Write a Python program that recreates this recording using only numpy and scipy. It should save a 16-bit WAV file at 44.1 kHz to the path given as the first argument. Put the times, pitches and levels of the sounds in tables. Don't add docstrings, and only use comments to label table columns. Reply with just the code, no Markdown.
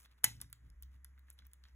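import sys
import numpy as np
from scipy import signal
from scipy.fft import rfft, irfft
from scipy.io import wavfile
from scipy.ndimage import uniform_filter1d

SR = 44100
rng = np.random.default_rng(int(sys.argv[2]) if len(sys.argv) > 2 else 0)


def generate_wav(sig):
    pcm = np.round(np.clip(np.atleast_2d(sig).T, -1, 1) * 32767).astype(np.int16)
    wavfile.write(sys.argv[1], SR, pcm)


N = 77175
T = np.arange(N) / SR
HZ = np.fft.rfftfreq(2 * N, 1 / SR)
RING_START_S = 0.2428


# start_s, crack_db, knock_db
SNAP_BURSTS = [(0.2365, -43.5, -48.5), (0.2400, -38, -42), (0.2416, -31, -24.5), (0.2424, -18.5, -35.5),
               (0.244, -19, -30.5), (0.2463, -25, -37.5), (0.2480, -31, -36), (0.2502, -39, -38.5)]
# freq_hz, gain_db
CRACK_COLOUR = [(1000, -23), (3000, -14.5), (4300, -10), (6000, -7), (7500, -4.5), (9000, 0.5),
                (11500, -0.5), (13300, -2.5), (15100, -4), (15700, -24.5)]
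# freq_hz, gain_db
KNOCK_COLOUR = [(60, -21), (130, -6), (350, -24.5), (550, -16), (750, -3), (1500, -2.5), (2400, -4.5),
                (4000, -7.5), (8000, -23)]

def latch_snap(crack_decay_s=0.00088, knock_decay_s=0.0012):
    out = np.zeros(N)
    crack, knock = minimum_phase(CRACK_COLOUR), minimum_phase(KNOCK_COLOUR)
    for start_s, crack_db, knock_db in SNAP_BURSTS:
        add(out, start_s, amp(crack_db) * unit_energy(signal.fftconvolve(burst(crack_decay_s), crack)))
        add(out, start_s, amp(knock_db) * unit_energy(signal.fftconvolve(burst(knock_decay_s), knock)))
    return out


# pitch_hz, gain_db, t60_s
LOCK_MODES = [(1767, -18, 0.066), (1995, -10.5, 0.086), (3040, -13, 0.058), (4730, -10, .025),
              (5570, -7, 0.038), (6730, 0, .036), (7010, -12.5, 0.019), (7630, -10.5, 0.061),
              (8040, -8.5, .025), (9120, -4.5, 0.041), (10380, -6.5, .022), (10950, -5.5, 0.023),
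              (11550, 0, .028), (12300, 0.5, .024), (14290, -10.5, .02), (15200, -13, .015)]

def lock_ring():
    return unit_energy(damped_modes(LOCK_MODES, T[:6000]))


# start_s, knock_db, clack_db, clink_db, tick_db, ping_db
CLICKS = [(0.051, -73, -58, -68, -72, -88.5), (0.0584, -61.5, -61, -74, -84, -85),
          (0.116, -71, -80, -80, -71.5, -82), (0.3666, -76, -71, -64.5, -78, -70),
          (0.4030, -62, -62, -60, -65, -78), (0.4141, -74, -64, -46.5, -37.5, -47),
          (0.4161, -59, -50.5, -51.5, -38, -53), (0.432, -71, -70, -63, -61, -66),
          (0.4439, -63.5, -73, -76, -74, -80), (0.5006, -71.5, -73, -90, -71, -62),
          (0.5284, -55.5, -52, -63, -43, -43), (0.7012, -78, -76.5, -68.5, -63, -78),
          (0.8245, -76, -65, -65, -53.5, -44.5), (0.8322, -75, -59.5, -61, -55, -69),
          (1.0458, -66, -66, -57.5, -45, -56), (1.0480, -58.5, -61, -62, -59, -69),
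          (1.178, -63.5, -75, -91, -88, -88), (1.1841, -66, -77, -86, -88, -80),
          (1.1930, -73, -70.5, -87, -70.5, -62.5), (1.284, -62, -89, -94, -84, -88),
          (1.3024, -70, -71, -75, -45.5, -55), (1.3112, -69, -69.5, -72, -68, -73),
          (1.389, -64.5, -52, -60.5, -61.5, -75), (1.4213, -62, -79, -91, -91, -90),
          (1.4524, -71, -76, -70, -69, -73), (1.4666, -78, -84, -80, -77, -60),
          (1.4683, -82, -77, -74, -68, -54.5), (1.5150, -82, -75, -76, -75, -75),
          (1.534, -70.5, -64.5, -71, -50, -55), (1.54, -80, -72, -81, -67, -67),
          (1.6382, -63.5, -56, -68, -66, -75), (1.6526, -61, -60, -84, -84, -85),
          (1.6852, -66.5, -78, -68.5, -83, -81)]
# centre_hz, stage_width_hz, contact_decay_s
CLICK_RESONANCES = [(1550, 820, .0016), (3613, 1300, 0.0023), (5510, 1500, 0.0012), (9520, 4100, 0.00038),
                    (14200, 2600, 0.00045)]

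def mechanism_clicks(grit=0.28, ring_db=-17.5):
    out, ring = np.zeros(N), lock_ring()
    for start_s, *levels_db in CLICKS:
        for level_db, (centre_hz, stage_width_hz, contact_decay_s) in zip(levels_db, CLICK_RESONANCES):
            force = grit * burst(contact_decay_s)
            force[0] += 1
            b, a = signal.iirpeak(centre_hz, centre_hz / stage_width_hz, SR)
            resonance = signal.lfilter(b, a, signal.lfilter(b, a, force))
            add(out, start_s, amp(level_db) * unit_energy(resonance))
        add(out, start_s, amp(max(levels_db) + ring_db) * ring)
    return out


# start_s, level_db
PLUCKS = [(0.501, -74.5), (1.327, -68)]
# pitch_hz, gain_db, t60_s
SPRING_MODES = [(10295, -1, 0.091), (11590, -3, 0.054), (12450, 0, 0.083), (14400, -5, 0.071)]

def spring_pings():
    out, tone = np.zeros(N), damped_modes(SPRING_MODES, T)
    for start_s, level_db in PLUCKS:
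        add(out, start_s, amp(level_db) * tone)
    return out


# centre_s, sigma_s, body_db, hiss_db
RUBS = [(0.01, 0.022, -72.5, -67), (0.055, 0.0086, -68.5, -73), (0.118, 0.016, -74, -87),
        (0.185, 0.0059, -74.5, -83.5), (0.419, 0.011, -64.5, -64.5), (0.665, 0.022, -82, -88),
        (0.946, 0.02, -77.5, -82.5), (1.3, 0.017, -77, -83), (1.391, 0.01, -73.5, -80),
        (1.457, 0.01, -78, -84), (1.682, 0.031, -77.5, -86.5)]
# freq_hz, gain_db
RUB_BODY = [(200, -7.5), (500, -7), (1300, 1), (2200, -2.5), (4000, -4.5), (7000, -18)]
# freq_hz, gain_db
RUB_HISS = [(2000, -23.5), (6000, 1), (10500, 3.5), (15000, 1.5), (16200, -13)]

def finger_rubs(grain_depth_db=4):
    body, hiss = noise(RUB_BODY), noise(RUB_HISS)
    roughness = unit_rms(uniform_filter1d(rng.standard_normal(N), size=90))
    grain = unit_rms(amp(grain_depth_db * roughness))
    return grain * sum(swell(centre_s, sigma_s) * (amp(body_db) * body + amp(hiss_db) * hiss)
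                       for centre_s, sigma_s, body_db, hiss_db in RUBS)


# start_s, peak_db, pitch_hz
BUMPS = [(0.25, -68.5, 44.9), (0.669, -58, 46.8)]

def handling_bumps(rise_s=0.071):
    out = np.zeros(N)
    envelope = T / rise_s * np.exp(1 - T / rise_s)
    for start_s, peak_db, pitch_hz in BUMPS:
        add(out, start_s, amp(peak_db) * envelope * np.sin(2 * np.pi * pitch_hz * T))
    return out


# freq_hz, gain_db
ECHO_COLOUR = [(60, 0.5), (125, 3), (300, 2.5), (500, -5), (700, -6), (2000, -6.5), (4000, -7.5),
               (6500, -8), (10000, -18), (15000, -19)]
# freq_hz, t60_s
ECHO_DECAY = [(100, 0.98), (300, 0.24), (1000, 0.17), (3000, .24), (7000, .22), (15000, .22)]

def room_echo(source, delay_s=0.003, rise_s=0.005):
    freq_hz, time_s, spectra = signal.stft(rng.standard_normal((2, N)), SR, nperseg=256)
    t60_s = over_freq(ECHO_DECAY, freq_hz)[:, None]
    decay = amp(-60 * time_s / t60_s)
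    energy_norm = np.sqrt(2 * np.log(1000) / (t60_s * SR))
    tail = signal.istft(spectra * decay * energy_norm, SR, nperseg=256)[1][:, :N]
    onset = np.clip((T - delay_s) / rise_s, 0, 1)
    response = filtered(stereo_blend(onset * tail), amp(over_freq(ECHO_COLOUR, HZ)))
    return signal.fftconvolve(source[None], response, axes=1)[:, :N]


# pitch_hz, level_db, t60_s
ROOM_MODES = [(115.9, -49, 1), (143.7, -59, .9), (285.6, -73, 1)]

def room_boom(rise_s=0.03):
    out = np.zeros(N)
    add(out, RING_START_S, np.minimum(T / rise_s, 1) * damped_modes(ROOM_MODES, T))
    return out


# time_s, level_db
HUM_LEVEL = [(0.0, -70.5), (0.034, -65), (0.228, -69.5), (0.248, -62), (0.536, -64), (0.554, -71),
             (0.662, -55.5), (0.686, -65), (0.856, -53), (0.95, -57.5), (1.408, -63), (1.456, -57.5),
             (1.524, -66), (1.662, -59), (1.686, -70.5), (1.75, -54.5)]
# time_s, pitch_hz
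HUM_PITCH = [(0, 60.76), (0.6, 60.78), (0.85, 64.84), (1.2, 66.5), (1.75, 63.75)]

def hum():
    phase_cycles = np.cumsum(over_time(HUM_PITCH)) / SR + rng.random()
    return amp(over_time(HUM_LEVEL)) * unit_rms(np.sin(2 * np.pi * phase_cycles))


# centre_s, sigma_s, level_db
GRIP_SHIFTS = [(0.40, .04, -60.5), (0.674, .035, -67), (0.87, 0.034, -74), (0.952, 0.014, -66.5),
               (1.088, .05, -82.5), (1.421, .02, -74)]
# freq_hz, gain_db
RUMBLE_COLOUR = [(20, -6.5), (50, 3.5), (120, 1), (180, -6.5), (280, -11.5), (420, -24), (1500, -51.5)]

def rumble(floor_db=-78.5):
    rustles = sum(amp(level_db) * swell(centre_s, sigma_s) for centre_s, sigma_s, level_db in GRIP_SHIFTS)
    return (amp(floor_db) + rustles) * noise(RUMBLE_COLOUR)


# freq_hz, gain_db
AIR_COLOUR = [(25, 7), (100, 2.5), (250, 0), (560, -9), (1000, -4.5), (2000, 0.5), (2650, -13.5),
              (3800, -16.5), (4600, -22.5), (6700, -15.5), (9000, -22), (11000, -17), (15500, -25.5)]

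def room_air(level_db=-79):
    return amp(level_db) * noise(AIR_COLOUR)


# freq_hz, coherence
COHERENCE = [(60, 1), (150, 0.99), (400, 0.42), (2000, 0.57), (4500, .92), (15000, 1)]

def stereo_blend(pair):
    coherence = over_freq(COHERENCE, HZ)
    right = filtered(pair[0], coherence) + filtered(pair[1], np.sqrt(1 - coherence ** 2))
    return np.array([pair[0], right])


def noise(colour):
    return unit_rms(filtered(stereo_blend(rng.standard_normal((2, N))), amp(over_freq(colour, HZ))))


def burst(decay_s, size=2048):
    return rng.standard_normal(size) * np.exp(-T[:size] / decay_s)


def damped_modes(modes, time_s):
    return sum(amp(level_db - 60 * time_s / t60_s) * np.sin(2 * np.pi * pitch_hz * time_s)
               for pitch_hz, level_db, t60_s in modes)


def swell(centre_s, sigma_s):
    return np.exp(-((T - centre_s) / sigma_s) ** 2 / 2)


def minimum_phase(colour, size=2048):
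    log_gain = np.log(amp(over_freq(colour, abs(np.fft.fftfreq(size, 1 / SR)))))
    return np.fft.ifft(np.exp(signal.hilbert(log_gain).conj())).real


def filtered(x, gain):
    return irfft(rfft(x, 2 * N) * gain)[..., :N]


def over_freq(points, at_hz):
    freq_hz, values = np.transpose(points)
    return np.interp(np.log(at_hz + 1), np.log(freq_hz + 1), values)


def over_time(points):
    return np.interp(T, *np.transpose(points))


def amp(db):
    return 10 ** (np.asarray(db) / 20)


def unit_rms(x):
    return x / np.sqrt(np.mean(x ** 2) + 1e-20)


def unit_energy(x):
    return x / np.sqrt(np.sum(x ** 2) * 1000 / SR + 1e-20)


def add(mix, start_s, sound):
    part = mix[max(round(start_s * SR), 0):][:len(sound)]
    part += sound[:len(part)]


# freq_hz, left_over_right_db
LOCK_BALANCE = [(100, 0), (700, -2.5), (1300, -2.5), (2400, -6), (3600, 0), (4600, 4.5), (6500, -0.5),
                (15000, -1)]

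def scene(ring_db=-17, click_send_db=-2, ring_send_db=-10):
    snap, clicks, ring = latch_snap(), mechanism_clicks(), np.zeros(N)
    add(ring, RING_START_S, amp(ring_db) * lock_ring())
    pan_db = over_freq(LOCK_BALANCE, HZ) / 2
    direct = filtered(snap + clicks + ring, amp([pan_db, -pan_db]))
    echo = room_echo(snap + amp(click_send_db) * clicks + amp(ring_send_db) * ring)
    hands = finger_rubs() + handling_bumps()
    background = hum() + rumble() + room_air()
    return direct + spring_pings() + hands + echo + room_boom() + background


# freq_hz, lag_rad
RIGHT_LAG = [(20, 0), (400, 1.35), (700, -2.4), (1200, 0.53), (2240, 1.0), (3700, 2.0), (4600, 3.0),
             (6600, 6), (8850, 9.5), (11000, 12.5), (13300, 16), (16200, 19.5)]

def record(dry, cutoff_hz=15900):
    lag_rad = np.interp(HZ, *np.transpose(RIGHT_LAG))
    channels = np.array([dry[0], filtered(dry[1], np.exp(-1j * lag_rad))])
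    lowpass = signal.firwin(161, cutoff_hz, window=("kaiser", 9), fs=SR)
    return signal.oaconvolve(channels, lowpass[None], "same")


dry = scene()
out = record(dry)
generate_wav(out)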